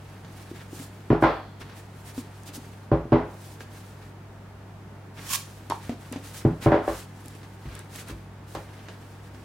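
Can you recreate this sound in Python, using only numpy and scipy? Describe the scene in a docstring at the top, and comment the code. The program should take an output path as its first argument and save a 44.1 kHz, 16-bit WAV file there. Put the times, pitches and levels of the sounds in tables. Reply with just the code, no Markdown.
"""Squaring books on a table

Close stereo microphone in a small quiet room with a low steady hum. Gloved hands turn a thick paperback
and a few booklets over and knock the stack square three times: the table booms and rings, the pages slap.
Covers slide and flap, one sheet whisks past another, then the stack is laid down and a case is picked up.
A limiter holds the loudest knocks down."""
import sys
import numpy as np
from scipy import signal
from scipy.fft import rfft, irfft, next_fast_len
from scipy.io import wavfile
from scipy.ndimage import uniform_filter1d, minimum_filter1d, map_coordinates

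SR = 44100
rng = np.random.default_rng(int(sys.argv[2]) if len(sys.argv) > 2 else 0)


def dump(signal):
    """Clip the signal to [-1, 1] and save it as 16-bit WAV at the path in sys.argv[1]."""
    limited = np.clip(np.atleast_2d(signal).T, -1, 1)
    pcm = np.round(limited * 32767).astype(np.int16)
    wavfile.write(sys.argv[1], SR, pcm)


N = 416304

# how alike nearby sounds are on the two channels: (frequency [Hz], left-right likeness [0-1])
CLOSE_LIKENESS = [(150, 1), (330, 0.97), (650, 0.83), (1200, 0.66), (2500, 0.54), (6000, 0.44),
                  (12000, 0.34)]


def amp(db):
    """Decibels to gain."""
    return 10 ** (np.asarray(db) / 20)


def unit(x):
    """Scale to rms 1."""
    return x / np.sqrt(np.mean(x ** 2) + 1e-20)


def along(points, hz):
    """Read (frequency [Hz], value) points on a log axis."""
    freqs, values = np.transpose(points)
    return np.interp(np.log(hz + 1), np.log(freqs + 1), values)


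def wobble(rate):
    """A smooth random curve, rate knots a second."""
    knots = rng.standard_normal(int(N * rate / SR) + 4)
    return map_coordinates(knots, [np.arange(N) * rate / SR])


def fade(t, t60):
    """Exponential decay, 60 dB down after t60 seconds."""
    return np.exp(-np.log(1000) * t / t60)


def add(track, start, sound):
    """Mix a sound in at start seconds."""
    part = track[:, round(start * SR):][:, :sound.shape[-1]]
    part += sound[..., :part.shape[-1]]


def filtered(x, response):
    """Filter x by a gain that is a function of frequency."""
    n = x.shape[-1]
    padded = next_fast_len(n + 8192)
    hz = np.fft.rfftfreq(padded, 1 / SR)
    return irfft(rfft(x, padded) * response(hz), padded)[..., :n]


def coloured(pair, gain, likeness=CLOSE_LIKENESS):
    """Two unrelated signals become a stereo pair of rms 1 with this gain and likeness over frequency."""
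    def mid_side_gains(hz):
        angle = np.arccos(np.clip(along(likeness, hz), -1, 1)) / 2
        return gain(hz) * np.array([np.cos(angle), np.sin(angle)])
    mid, side = filtered(pair, mid_side_gains)
    return unit(np.array([mid + side, mid - side]))


def noise(spectrum, n, likeness=CLOSE_LIKENESS):
    """Stereo noise with a (frequency [Hz], level [dB]) spectrum."""
    return coloured(rng.standard_normal((2, n)), lambda hz: amp(along(spectrum, hz)), likeness)


def room_tone(air_db=-48, drift_rad=0.22, drift_rate=2.82):
    """Soft steady air noise under the slightly unsteady hum of mains and a fan."""
    # moving air: (frequency [Hz], relative level [dB])
    air_spectrum = [(12, -60), (20, -24), (70, -4.5), (85, -30.5), (103, -14.5), (122, -12.5), (148, -9),
                    (427, -15.5), (534, -19.5), (631, -17.5), (1670, -24.5), (2090, -28), (2270, -29.5),
                    (3750, -36), (15500, -48.5)]
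    # that air across the two channels: (frequency [Hz], left-right likeness [0-1])
    air_likeness = [(60, 0.99), (180, 0.97), (550, 0.72), (1650, 0.41), (4970, 0.04), (15000, 0.23)]
    # mains and fan tones: (frequency [Hz], rms level [dB])
    hum_lines = [(100, -46.5), (145.3, -54), (188, -59), (776, -69), (872, -68.5), (921, -67.5)]
    t = np.arange(N) / SR
    hum = sum(amp(db) * np.sqrt(2) * np.sin(2 * np.pi * hz * t + drift_rad * wobble(drift_rate))
              for hz, db in hum_lines)
    return amp(air_db) * noise(air_spectrum, N, air_likeness) + hum


def hand_motion(creep_paper_db=-64.5, creep_glove_db=-59.5, restless_db=2, ease_s=0.087, speed_power=1.4):
    """Gains of paper hiss and glove rub: they grow with each stroke's speed, over a faint creep."""
    # the hands never quite stop rubbing while they hold the stack: (start [s], end [s])
    holding = [(0, 1.13), (1.65, 2.83), (3.3, 4.05), (5.45, 8.2), (8.5, 9.2), (9.35, 9.44)]
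    # grip shifts: (start [s], speeding up [s], slowing down [s], paper hiss [dB], glove rub [dB])
    strokes = [(.24, 0.17, 0.089, -55.5, -54), (.46, .04, .03, -60, -48.5), (.53, 0.045, 0.13, -57.5, -49),
               (.67, .15, 0.086, -48, -55), (1.2, 0.026, .03, -53, -62), (1.594, 0.018, 0.032, -53, -41),
               (1.62, 0.078, 0.098, -70, -50), (1.74, 0.051, 0.034, -53.5, -63),
               (1.92, 0.079, .05, -61, -70), (2.035, 0.047, .06, -49.5, -51),
               (2.125, .075, 0.029, -47, -61), (2.45, 0.029, 0.03, -46.5, -50),
               (2.522, 0.037, 0.028, -42, -53), (2.56, 0.082, .15, -60, -57),
               (3.26, .24, 0.091, -53.5, -69), (3.59, .015, .05, -53, -51), (3.69, 0.052, 0.27, -57, -57),
               (5.135, 0.08, .17, -55, -44), (5.4, 0.12, .15, -57.5, -75), (5.69, .03, 0.14, -55, -59),
               (5.8, 0.038, 0.12, -53.5, -48), (5.95, 0.11, 0.22, -59, -56), (6.19, .1, 0.056, -49, -49),
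               (6.315, 0.039, 0.1, -44.5, -48), (6.599, .048, 0.035, -45, -37.5),
               (6.81, 0.11, 0.1, -47.5, -45.5), (6.91, .08, .075, -46, -50), (7.13, 0.053, 0.44, -59, -60),
               (7.59, 0.16, 0.11, -61.5, -46.5), (7.88, .12, .045, -45.5, -44.5),
               (8.055, 0.039, 0.042, -49.5, -40.5), (8.462, 0.027, 0.24, -56.5, -66),
               (8.58, 0.28, 0.13, -64, -52), (9.205, .06, 0.045, -60.5, -58)]
    t = np.arange(N) / SR
    moving = sum(np.interp(t, [start - ease_s, start, end, end + ease_s], [0, 1, 1, 0])
                 for start, end in holding)
    creep = moving * amp(restless_db * wobble(rate=9))
    paper_power = (amp(creep_paper_db) * creep) ** 2
    glove_power = (amp(creep_glove_db) * creep) ** 2
    for start, speeding, slowing, paper_db, glove_db in strokes:
        fastest = start + speeding
        end = fastest + slowing
        sliding = (t > start) & (t < end)
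        speed = np.sin(np.pi / 2 * np.interp(t[sliding], [start, fastest, end], [0, 1, 0]))
        paper_power[sliding] += (amp(paper_db) * speed ** speed_power) ** 2
        glove_power[sliding] += (amp(glove_db) * speed ** speed_power) ** 2
    return np.sqrt(paper_power), np.sqrt(glove_power)


def friction(spectrum, grain_db, judder_db, judder_rate):
    """Fibres catch and slip: dense grains of uneven size under an unsteady stroke."""
    grains = rng.standard_normal((2, N)) * amp(grain_db * wobble(rate=1500))
    hiss = coloured(grains, lambda hz: amp(along(spectrum, hz)))
    return unit(hiss * amp(judder_db * wobble(judder_rate)))


def rubbing():
    """Paper hisses on paper and gloves brush the covers, close to the microphone."""
    # paper sliding on paper: (frequency [Hz], relative level [dB])
    paper_spectrum = [(300, 0), (1500, -8), (3500, -2.5), (6000, -2.5), (9000, -2), (12000, -6),
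                      (16000, -9)]
    # cloth on a cover: (frequency [Hz], relative level [dB])
    glove_spectrum = [(200, 4), (700, -7), (1600, -1), (3500, -8), (6000, -15.5), (12000, -47)]
    paper_gain, glove_gain = hand_motion()
    paper = paper_gain * friction(paper_spectrum, grain_db=1.5, judder_db=1.5, judder_rate=58)
    gloves = glove_gain * friction(glove_spectrum, grain_db=3.0, judder_db=2.5, judder_rate=74)
    return paper * amp([[.5], [1.5]]) + gloves * amp([[-.7], [-1]])  # left and right trims


def scuffed_notes(note_trim_db=5.5, scuff_trim_db=-4.5, scuff_t60=0.17, tick_db=6, tick_t60=0.0088):
    """Short damped notes with a scuff: covers flexing, and at 6.509 s a low table ring after the knock."""
    # damped notes: (time [s], note level [dB], pitch [Hz], scuff level [dB])
    notes = [(.247, -39, 182, -44), (0.5138, -33, 338, -62), (0.73, -33.5, 336, -66), (.799, -36, 265, -64),
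             (1.611, -55, 404, -41.5), (2.179, -27.5, 257, -41), (2.49, -41, 294, -43),
             (2.577, -36.5, 256, -65), (3.606, -35, 1639, -39), (5.700, -30, 319, -28.5),
             (5.7092, -20.5, 1010, -51), (5.721, -16, 930, -47), (5.894, -25.5, 237, -37.5),
             (5.895, -28, 694, -55), (5.917, -36, 282, -41.5), (6.115, -33, 257, -60),
             (6.128, -39, 272, -34), (6.16, -32.5, 270, -37), (6.509, -25, 165, -52),
             (7.255, -42, 294, -61), (7.352, -42, 326, -50), (7.431, -44.5, 318, -45),
             (8.099, -36.5, 327, -49), (8.55, -34, 910, -32.5), (8.885, -37, 1700, -38),
             (9.346, -52, 350, -47)]
    # the scuff: (frequency [Hz], relative level [dB])
    scuff_spectrum = [(100, -2), (300, 4), (750, 0.5), (1700, -5), (3000, -6.5), (7000, -15.5),
                      (16000, -45)]
    ring_cycles, rise_s = 16.7, 0.00028
    out, t = np.zeros((2, N)), np.arange(SR // 4) / SR
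    for start, note_db, hz, scuff_db in notes:
        note = amp(note_db + note_trim_db) * np.sin(2 * np.pi * hz * t) * fade(t, ring_cycles / hz)
        scuff_decay = fade(t, scuff_t60) + amp(tick_db) * fade(t, tick_t60)
        scuff = amp(scuff_db + scuff_trim_db) * noise(scuff_spectrum, len(t)) * scuff_decay
        add(out, start, (note + scuff) * (1 - np.exp(-t / rise_s)))
    return out


def page_slap(t, slap_db, corner_hz, trim_db=2, crack_db=3, crack_t60=0.0083):
    """Page edges crack down and flutter; a softer landing moves their whole band down."""
    # page edges landing: (frequency [Hz], relative level [dB])
    slap_spectrum = [(100, -15), (300, 3.5), (800, 6.5), (1500, 3.5), (2150, 2), (2650, 0), (3400, -0.5),
                     (5500, -4.5), (9000, -19), (16000, -28)]
    # a harder slap flutters longer: (slap level [dB], t60 [s])
    flutter_times = [(-29, 0.33), (-23.5, 0.42)]
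    low_share, steepness = 0.081, 2.08

    def contact(hz):
        low_cut = hz / np.hypot(hz, low_share * corner_hz)
        high_cut = 1 / np.sqrt(1 + (hz / corner_hz) ** (2 * steepness))
        return amp(along(slap_spectrum, hz)) * low_cut * high_cut
    flutter_t60 = np.interp(slap_db, *np.transpose(flutter_times))
    decay = fade(t, flutter_t60) + amp(crack_db) * fade(t, crack_t60)
    return amp(slap_db + trim_db) * coloured(rng.standard_normal((2, len(t))), contact) * decay


def air_push(t, panel_db, corner_hz, trim_db=6, corner_share=0.32):
    """The book block pushes out air in one swing of pressure, longer for a soft landing."""
    phase = np.pi * (t * corner_hz * corner_share - 2 / 3)
    return amp(panel_db + trim_db) * (1 - 2 * phase ** 2) * np.exp(-phase ** 2)


def ring(modes, t):
    """Damped modes struck together; neighbours move against each other at the microphone."""
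    hz, db, t60 = np.transpose(modes)[:, :, None]
    sign = (-1) ** np.arange(len(modes))[:, None]
    return np.sum(sign * amp(db) * fade(t, t60) * np.sin(2 * np.pi * hz * t), axis=0)


def table_frame(t, boom_db, thud_db, thud_trim_db=2):
    """The whole table booms on its legs and bends with a thud."""
    # bouncing on the legs: (frequency [Hz], relative level [dB], t60 [s])
    bounce_modes = [(55.9, 6, 0.39), (69, 5.5, 0.19)]
    # broad, heavy bending: (frequency [Hz], relative level [dB], t60 [s])
    bending_modes = [(93, 2.5, 0.052), (134, 1, 0.13), (157.5, -9, 0.3), (216, -1.5, 0.041),
                     (343, -13, 0.013)]
    return amp(boom_db) * ring(bounce_modes, t) + amp(thud_db + thud_trim_db) * ring(bending_modes, t)


def table_top(t, panel_db, centre_hz, trim_db=3, t60=0.18, focus_db=8, scatter_db=1, travel_s=0.00303):
    """The top's modes reach the microphone together, as one bending wave, after a short travel time."""
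    # the top's higher modes: (frequency [Hz], relative level [dB])
    panel_modes = [(248, -1.5), (282, -3.5), (328, 4), (379, -4.5), (417, -3), (464, -12), (530, -7),
                   (584, -1.5), (703, -7), (770, -5), (824, -9.5), (905, -19), (947, -7.5), (1042, -5.5),
                   (1093, -16.5), (1147, -17), (1373, -9.5), (1416, -26), (1609, -11), (2051, -11.5)]
    hz, db = np.transpose(panel_modes)[:, :, None]
    db = db - focus_db * np.log2(hz / centre_hz) ** 2  # weaker away from the modes the blow drives best
    db = db + scatter_db * rng.standard_normal(hz.shape)
    modes = amp(db) * fade(t, t60) * np.cos(2 * np.pi * hz * (t - travel_s))
    return amp(panel_db + trim_db) * modes.sum(axis=0)


def knocks(rise_s=0.00035):
    """The stack meets the table: pages slap, air is pushed out, frame and top ring."""
    # landings: (time [s], boom [dB], thud [dB], panel ring [dB], most driven panel frequency [Hz],
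    # page slap [dB], slap corner [Hz])
    landings = [(1.103, -31, -14.5, -19.5, 284, -26, 1030), (1.129, -58, -27, -22.5, 270, -30.5, 890),
                (1.2240, -32, -21.5, -19, 445, -21.5, 1080), (1.2370, -50, -52, -15.5, 1160, -21.5, 1440),
                (2.9160, -28, -15, -21.5, 480, -27.5, 870), (3.053, -58, -37, -47, 378, -59, 701),
                (3.1210, -31, -15, -16.5, 370, -22, 940), (6.4498, -35, -13.5, -23, 280, -29.5, 694),
                (6.6599, -30, -13.5, -20, 495, -24, 940), (6.7188, -45, -27, -16.5, 530, -22.5, 1040),
                (6.741, -55, -48, -26.5, 454, -28.5, 940), (6.8776, -38.5, -48, -26, 606, -32, 1420),
                (7.655, -37.5, -35.5, -58, 298, -57, 900), (8.110, -40, -42, -48.5, 320, -52, 880),
                (8.551, -48, -42, -38, 660, -40.5, 1370)]
    out, t = np.zeros((2, N)), np.arange(int(.7 * SR)) / SR
    for start, boom_db, thud_db, panel_db, centre_hz, slap_db, corner_hz in landings:
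        pages = page_slap(t, slap_db, corner_hz)
        push = air_push(t, panel_db, corner_hz)
        table = table_frame(t, boom_db, thud_db) + table_top(t, panel_db, centre_hz)
        add(out, start, (pages + push + table) * (1 - np.exp(-t / rise_s)))
    return out


def trinket(start_s=1.237, level_db=-47, t60=0.96):
    """A small hard thing on the table rattles faintly, jolted by one hard knock."""
    # its narrow, bright rattle: (frequency [Hz], relative level [dB])
    rattle_spectrum = [(2400, -30), (3000, -14), (3350, 2.5), (3750, -10), (4200, -3), (4800, -10),
                       (6000, -27)]
    out, t = np.zeros((2, N)), np.arange(SR) / SR
    add(out, start_s, amp(level_db) * noise(rattle_spectrum, len(t)) * fade(t, t60))
    return out


def paper_snaps(trim_db=-5.0, t60=0.0072):
    """Tiny bright ticks as paper edges let go."""
    # edges letting go: (time [s], level [dB])
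    snaps = [(2.1774, -38), (2.4343, -34), (3.7346, -43), (5.6996, -23.5), (6.125, -24.5), (6.1878, -41),
             (7.2589, -33), (7.2827, -29.5), (7.3512, -43), (7.7524, -28.5), (7.7922, -28.5),
             (7.9592, -24.5), (8.085, -34), (8.5506, -36)]
    # one tick: (frequency [Hz], relative level [dB])
    snap_spectrum = [(500, 0), (2000, -17), (5000, 0), (9000, 9), (12500, 2), (16000, -9)]
    out, t = np.zeros((2, N)), np.arange(SR // 16) / SR
    for start, db in snaps:
        add(out, start, amp(db + trim_db) * noise(snap_spectrum, len(t)) * fade(t, t60))
    return out


def sheet_whisk():
    """One sheet slides past another, to the right of the microphone."""
    # the sheet speeds up and slips free: (time [s], level [dB])
    swell = [(5.14, -67), (5.19, -55.5), (5.275, -44), (5.305, -31), (5.33, -26), (5.357, -22.5),
             (5.369, -40.5), (5.41, -48), (5.47, -77)]
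    # its hiss: (frequency [Hz], relative level [dB])
    sheet_spectrum = [(300, -32), (850, -10), (1100, 1.5), (1400, -6), (2200, -5.5), (3000, -1),
                      (4200, -4.5), (5500, 0), (8000, -2.5), (11000, -4), (16000, -8.5)]
    swell_db = np.interp(np.arange(N) / SR, *np.transpose(swell), left=-120, right=-120)
    hiss = friction(sheet_spectrum, grain_db=1.5, judder_db=1.0, judder_rate=110)
    return amp(swell_db) * hiss * amp([[-1.8], [2]])


def room(x, delay_s=.004):
    """The near walls answer, each frequency dying at its own speed."""
    # the small room's decay: (frequency [Hz], t60 [s])
    decay_times = [(100, 0.31), (1000, 0.24), (4000, 0.36), (14000, 0.31)]
    # strength of the reflections: (frequency [Hz], relative level [dB])
    wall_spectrum = [(100, -1.5), (250, 0), (600, 1), (4000, -0.5), (15000, -3.5)]
    hz, t, bands = signal.stft(rng.standard_normal((2, SR // 2)), SR, nperseg=256)
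    tail = signal.istft(bands * fade(t, along(decay_times, hz)[:, None]), SR, nperseg=256)[1]
    tail = coloured(tail, lambda hz: amp(along(wall_spectrum, hz)))
    tail = np.pad(tail / np.linalg.norm(tail[0]), ((0, 0), (int(delay_s * SR), 0)))
    return signal.fftconvolve(x.mean(axis=0)[None], tail, axes=1)[:, :N]


def scene():
    """Knocks and handling up close, their reflections and the room tone behind them."""
    table = knocks() + trinket()
    handling = scuffed_notes() + paper_snaps() + rubbing() + sheet_whisk()
    return table + amp(-11.5) * room(table) + handling + amp(-8.5) * room(handling) + room_tone()


def record(dry, low_cut_hz=36, ceiling_db=-4.5, top_hz=15950):
    """The microphone drops the deepest bass, a fast limiter holds the knocks, the top treble is cut."""
    x = signal.sosfilt(signal.butter(2, low_cut_hz, "high", fs=SR, output="sos"), dry)
    needed_gain = np.minimum(1, amp(ceiling_db) / (np.abs(x.mean(axis=0)) + 1e-9))
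    held_gain = minimum_filter1d(needed_gain, size=201)
    smooth_gain = uniform_filter1d(held_gain, size=101)
    return filtered(x * smooth_gain, lambda hz: hz < top_hz)


dry = scene()
out = record(dry)
dump(out)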